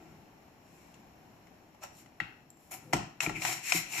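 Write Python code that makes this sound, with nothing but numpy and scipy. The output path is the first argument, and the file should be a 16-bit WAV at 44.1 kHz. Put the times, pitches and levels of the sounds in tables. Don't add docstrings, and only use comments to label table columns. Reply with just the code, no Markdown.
import sys
import numpy as np
from scipy import signal
from scipy.fft import rfft, irfft, next_fast_len
from scipy.io import wavfile
from scipy.ndimage import map_coordinates

SR = 44100
rng = np.random.default_rng(int(sys.argv[2]) if len(sys.argv) > 2 else 0)


def persist_wave(psi):
    counts = np.round(np.clip(psi, -1, 1) * 32767).astype(np.int16)
    wavfile.write(sys.argv[1], SR, np.atleast_2d(counts).T)


N = 176400

# fastest moment, rise and fall in seconds, levels of
# rasp, holder, frame and table in dB, lift of the rasp's sizzle in dB.
SLIDES = [(.03, 0.16, 0.23, -74.5, -71.5, -65.5, -55.5, -20), (.8, 0.23, 0.23, -69, -73, -79, -73, 1),
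          (1.839, 0.025, 0.027, -48.5, -54, -43.5, -81, -4), (1.995, 0.078, 0.051, -60, -70.5, -84, -72, 4),
          (2.62, 0.072, 0.3, -72, -89, -77, -83.5, 9), (2.717, 0.00994, .06, -46, -49.5, -46, -55.5, 9.5),
          (2.871, 0.16, 0.24, -72, -88.5, -67.5, -56, 7.5),
          (3.237, 0.028, 0.032, -36.5, -44.5, -40, -45, 1.5),
          (3.367, 0.0232, 0.0272, -50.5, -36, -53, -43, 0),
          (3.479, .11, 0.12, -36.5, -40.5, -42.5, -49, 0.5),
          (3.691, 0.07, 0.12, -36.5, -39.5, -59, -77, -1), (3.75, 0.028, 0.077, -33, -37.5, -47, -47, 4),
          (3.983, 0.11, 0.082, -37, -38, -45.5, -52.5, 0)]
# frequency in Hz, level in dB.
RASP_SPECTRUM = [(200, -40), (900, -10.5), (2000, -1.5), (4000, 0.5), (5500, -3.5), (7300, 0), (8500, -2),
                 (11500, -6.5), (15000, -15)]
# centre and width in Hz, level in dB.
HOLLOW_MODES = [(2000, 510, -3.5), (2330, 410, 8.5), (2627, 500, 4)]
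BLADE_MODES = [(5574, 310, -4.5), (6850, 120, 5), (7356, 86, -2), (7700, 260, 2.5)]
FRAME_MODES = [(734, 109, 1.5), (1018, 116, -2.5), (1324, 69, -2.5), (1903, 96, -11), (2680, 330, -12.5)]
TABLE_MODES = [(49, 18, -13.5), (115, 11.3, -2), (160, 24.3, 2), (198, 37, -4), (230, 53, -8),
               (317, 26.3, 2.5), (377, 97, -9)]
STROKE_SHAPE, JUDDER_DB, BLADE_RUB_DB = 1.97, 1.1, -17
SIZZLE_HZ, SINK_OCTAVES_PER_S = 9450, 1.6
def strokes():
    t = np.arange(N) / SR
    drive, weighted_time = np.zeros((5, N)), np.zeros(N)
    for peak_s, rise_s, fall_s, *levels_db, sizzle_lift_db in SLIDES:
        from_peak = np.abs(t - peak_s) / np.where(t < peak_s, rise_s, fall_s)
        swell = amp(-20 * np.minimum(from_peak, 10) ** STROKE_SHAPE)
        peak_gains = amp(levels_db + [levels_db[0] + sizzle_lift_db])
        power = (peak_gains[:, None] * swell) ** 2
        drive += power
        weighted_time += power[1] * np.clip(t - peak_s, -.06, .08)
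    rasp, holder, frame, table, sizzle = np.sqrt(drive) * amp(JUDDER_DB * wobble(70))
    rub, body_rub = friction(), friction()
    hiss = coloured(rub, RASP_SPECTRUM) + amp(BLADE_RUB_DB) * ring(rub, BLADE_MODES)
    top = filtered(hiss, lambda hz: 1 / (1 + (SIZZLE_HZ / (hz + 1)) ** 10))
    since_peak_s = weighted_time / (drive[1] + 1e-30)
    clock = np.cumsum(2 ** (-SINK_OCTAVES_PER_S * since_peak_s)) % (N - 1)
    hollow = np.array([np.interp(clock, np.arange(N), side) for side in ring(rub, HOLLOW_MODES)])
    body = ring(frame * body_rub, FRAME_MODES) + ring(table * body_rub, TABLE_MODES)
    return rasp * (hiss - top) + sizzle * top + holder * hollow + body


# frequency in Hz, left-right likeness from 0 to 1.
DIRECT_LIKENESS = [(400, 0.99), (1200, 0.37), (2400, 0.4), (5000, 0.1), (12000, 0.1)]
SLIPS_PER_S, SLIP_SPREAD_DB, SMOOTH_SHARE = 2500, 2, 0.59
CATCHES_PER_S, CATCH_SHARE = 260, 0.09
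def friction():
    slips = (rng.random((2, N)) < SLIPS_PER_S / SR) * rng.standard_normal((2, N))
    slips *= amp(SLIP_SPREAD_DB * rng.standard_normal((2, N)))
    catches = (rng.random(N) < CATCHES_PER_S / SR) * rng.uniform(-0.8, 1, N)
    smooth = np.sqrt(SMOOTH_SHARE) * rng.standard_normal((2, N))
    rub = spread(np.sqrt(1 - SMOOTH_SHARE) * unit(slips) + smooth, DIRECT_LIKENESS)
    return np.sqrt(1 - CATCH_SHARE) * rub + np.sqrt(CATCH_SHARE) * unit(catches)


# start in seconds, clack pitch in Hz, levels of clack, shell,
# frame and crack in dB.
RAIL_KNOCKS = [(0.941, 2760, -70, -74, -76.5, -59.5), (1.47, 2180, -66, -66, -65, -68),
               (1.746, 2160, -71, -70, -59.5, -71), (1.836, 2680, -71, -62, -42, -58),
               (2.0605, 2000, -65.5, -70, -58, -66), (2.2022, 1938, -29.5, -29.5, -40, -58),
               (2.928, 2490, -43.5, -43, -41.5, -44), (2.9326, 2033, -30.5, -41, -23, -30),
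               (2.939, 2400, -37, -39, -41, -36), (2.966, 2130, -57, -41, -37, -43.5),
               (3.2047, 2640, -31.5, -27.5, -44.5, -32.5), (3.2627, 2366, -30, -34.5, -37, -51),
               (3.295, 1953, -39, -56, -34.5, -49), (3.42, 2360, -38, -51, -43, -40),
               (3.4502, 1890, -36.5, -28, -32.5, -33.5), (3.7213, 2460, -24.5, -30, -30, -26.5)]
# centre and width in Hz, level in dB.
SHELL_MODES = [(1335, 162, -0.5), (1860, 340, -2), (2400, 354, -2), (2920, 590, -4.5), (4067, 1180, -15)]
# frequency in Hz, level in dB.
CRACK_SPECTRUM = [(200, -9), (900, -16.5), (3000, 10), (5500, 1), (7600, 1), (9000, -1), (12000, -13.5),
                  (15000, -22)]
CLACK_ATTACK_S, CLACK_T60_S = 0.00048, 0.017
CRACK_ATTACK_S, CRACK_T60_S = 0.0002, 0.044
CHATTER_GAIN, CHATTER_ATTACK_S, CHATTER_T60_S = 0.18, 0.0011, 0.037
def knocks():
    t = np.arange(SR // 10) / SR
    clack, shell, frame, crack = np.zeros((4, 2, N))
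    envelope = lambda attack_s, t60: (1 - np.exp(-t / attack_s)) * fade(t, t60)
    burst = lambda attack_s, t60: rng.standard_normal((2, len(t))) * envelope(attack_s, t60)
    contact = lambda: (t == 0) + CHATTER_GAIN * burst(CHATTER_ATTACK_S, CHATTER_T60_S)
    for start, hz, clack_db, shell_db, frame_db, crack_db in RAIL_KNOCKS:
        add(clack, start, np.sin(2 * np.pi * hz * t) * envelope(CLACK_ATTACK_S, CLACK_T60_S), clack_db)
        add(shell, start, contact(), shell_db)
        add(frame, start, contact(), frame_db)
        add(crack, start, burst(CRACK_ATTACK_S, CRACK_T60_S), crack_db)
    crack = coloured(spread(crack, DIRECT_LIKENESS), CRACK_SPECTRUM)
    return clack, ring(shell, SHELL_MODES), ring(frame, FRAME_MODES) + crack


# start in seconds, level in dB, low-pass cutoff in Hz.
FOOT_THUMPS = [(2.213, -34.5, 166), (2.237, -49, 129.4), (2.933, -26, 695), (2.947, -24, 529),
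               (2.99, -34, 160.2), (3.27, -27, 452.4), (3.303, -30, 700), (3.365, -38.5, 220),
               (3.746, -32.5, 1100), (3.836, -43, 199.5), (3.99, -36, 249.4)]
def thumps():
    t, pushes = np.arange(SR // 10) / SR, np.zeros(N)
    for start, db, cutoff_hz in FOOT_THUMPS:
        push = np.zeros(N)
        shudder = 0.023 * rng.standard_normal(len(t)) * fade(t, t60=0.095)
        add(push, start, (t == 0) + shudder, db)
        pushes += signal.lfilter(*signal.butter(2, cutoff_hz, fs=SR), push)
    return ring(pushes, TABLE_MODES) * np.ones((2, 1))


# start in seconds, pitch in Hz, level in dB.
BLADE_TOUCHES = [(1.837, 5725, -49), (2.503, 7540, -56), (2.571, 7400, -69), (2.72, 6850, -52.5)]
def blade_ticks():
    t, ticks = np.arange(SR // 10) / SR, np.zeros((2, N))
    for start, hz, db in BLADE_TOUCHES:
        tick = np.diff(rng.standard_normal((2, len(t) + 1))) * fade(t, t60=0.013)
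        ping = np.sin(2 * np.pi * hz * t) * fade(t, t60=0.02)
        add(ticks, start, ping + 0.57 * tick, db)
    return ticks


GROAN_PEAK_S, GROAN_HALF_WIDTH_S, GROAN_HZ, GROAN_DB = 2.905, .035, 508, -52.5
def groan():
    t = np.arange(N) / SR
    swell = np.exp(-((t - GROAN_PEAK_S) / GROAN_HALF_WIDTH_S) ** 2)
    return amp(GROAN_DB) * swell * np.sin(2 * np.pi * GROAN_HZ * t + .5 * wobble(97))


# frequency in Hz, seconds to die away by 60 dB.
ROOM_DECAY = [(100, 0.49), (300, 0.32), (800, 0.41), (2200, 0.49), (6000, 0.42), (13000, 0.2)]
# frequency in Hz, left-right likeness from 0 to 1.
ROOM_LIKENESS = [(100, 0.94), (400, 0.83), (700, 0.49), (1100, 0.17), (2000, 0.1), (6000, 0.068),
                 (14000, .05)]
WALL_DELAY_S = .005
def room(x):
    hz, t, noise = signal.stft(rng.standard_normal((2, SR)), SR, nperseg=256)
    tail = signal.istft(noise * fade(t, along(ROOM_DECAY, hz)[:, None]), SR, nperseg=256)[1]
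    tail = spread(tail / np.linalg.norm(tail[0]), ROOM_LIKENESS)[:, :SR]
    wet = signal.fftconvolve(x, tail, axes=1)[:, :N]
    return filtered(wet, lambda f: np.exp(-2j * np.pi * f * WALL_DELAY_S))


# frequency in Hz, level in dB.
ROOM_TONE_SPECTRUM = [(20, -15), (50, -6.5), (160, 0), (330, -2), (480, -9.5), (750, -4), (1300, -15),
                      (2500, -16.5), (5000, -25.5), (8000, -33.5), (12000, -32.5), (15000, -33)]
# time in seconds, level in dB.
ROOM_TONE_LEVEL = [(0, -55.5), (.5, -57), (1.1, -55.5), (1.6, -57.5), (2.5, -58.5), (4, -58)]
def room_tone():
    air = coloured(spread(rng.standard_normal((2, N)), ROOM_LIKENESS), ROOM_TONE_SPECTRUM)
    level_db = np.interp(np.arange(N) / SR, *np.transpose(ROOM_TONE_LEVEL))
    return air * amp(level_db + 0.75 * wobble(6.22)) * amp([[1.3], [-1.3]])


def amp(db):
    return 10 ** (np.asarray(db) / 20)


def unit(x):
    return x / np.sqrt(np.mean(x ** 2) + 1e-20)


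def along(points, hz):
    point_hz, values = np.transpose(points)
    return np.interp(np.log(hz + 1), np.log(point_hz + 1), values)


def fade(t, t60):
    return np.exp(-np.log(1000) * t / t60)


def wobble(knots_per_s):
    knots = rng.standard_normal(int(N * knots_per_s / SR) + 4)
    return map_coordinates(knots, [np.arange(N) * knots_per_s / SR])


def filtered(x, response, keep_power=False):
    size = next_fast_len(N + SR // 2)
    gain = response(np.fft.rfftfreq(size, 1 / SR))
    if keep_power:
        gain = gain / np.sqrt(np.mean(np.abs(gain) ** 2))
    return irfft(rfft(x, size) * gain, size)[..., :N]


def coloured(x, spectrum):
    return filtered(x, lambda hz: amp(along(spectrum, hz)), keep_power=True)


def ring(x, modes):
    def response(hz):
        return sum((-1) ** k * amp(db) * 1j * hz * width / (centre ** 2 - hz ** 2 + 1j * hz * width)
                   for k, (centre, width, db) in enumerate(modes))
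    return filtered(x, response, keep_power=True)


def spread(pair, likeness):
    turn = lambda hz: np.arccos(np.clip(along(likeness, hz), -1, 1)) / 2
    mid, side = filtered(pair, lambda hz: np.array([np.cos(turn(hz)), np.sin(turn(hz))]))
    return np.array([mid + side, mid - side])


def add(track, start_s, burst, db):
    energy = np.sum(burst ** 2) / len(np.atleast_2d(burst))
    part = track[..., round(start_s * SR):][..., :burst.shape[-1]]
    part += (amp(db) * burst * np.sqrt(SR / 100 / energy))[..., :part.shape[-1]]


# frequency in Hz, left over right in dB.
SLICER_BALANCE = [(100, 3), (700, 2.5), (1300, 0.5), (2100, 12.5), (2600, 6), (3200, 1.5), (4200, 3),
                  (5400, 0.5), (7000, 4.5), (8400, 10.5), (10500, 0), (13000, 4), (14800, 5)]
def scene():
    slides, booms, ticks = strokes() + groan(), thumps(), blade_ticks()
    clack, shell, frame_hits = knocks()
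    direct = slides + booms + ticks + clack + amp(-4.5) * shell + frame_hits
    wet = amp(-6.5) * room(slides + frame_hits)
    wet += room(amp(-7.5) * shell + amp(-18) * clack + amp(-6.5) * booms + amp(-7) * ticks)
    slicer = filtered(direct + wet, lambda hz: amp(along(SLICER_BALANCE, hz) * np.array([[.5], [-.5]])))
    return slicer + room_tone()


# frequency in Hz, gain in dB.
MIC_RESPONSE = [(2800, -1.5), (3600, -7.5), (4200, -1.5), (4850, -6.5), (5400, 5.5), (6400, -1), (7000, 7),
                (8500, -5), (9700, -14.5), (10500, 1), (13000, 4.5), (13650, -3), (14700, 1)]
BAND_LIMIT_HZ = 15150
def record(dry):
    return filtered(dry, lambda hz: amp(along(MIC_RESPONSE, hz)) * (hz < BAND_LIMIT_HZ))


dry = scene()
out = record(dry)
persist_wave(out)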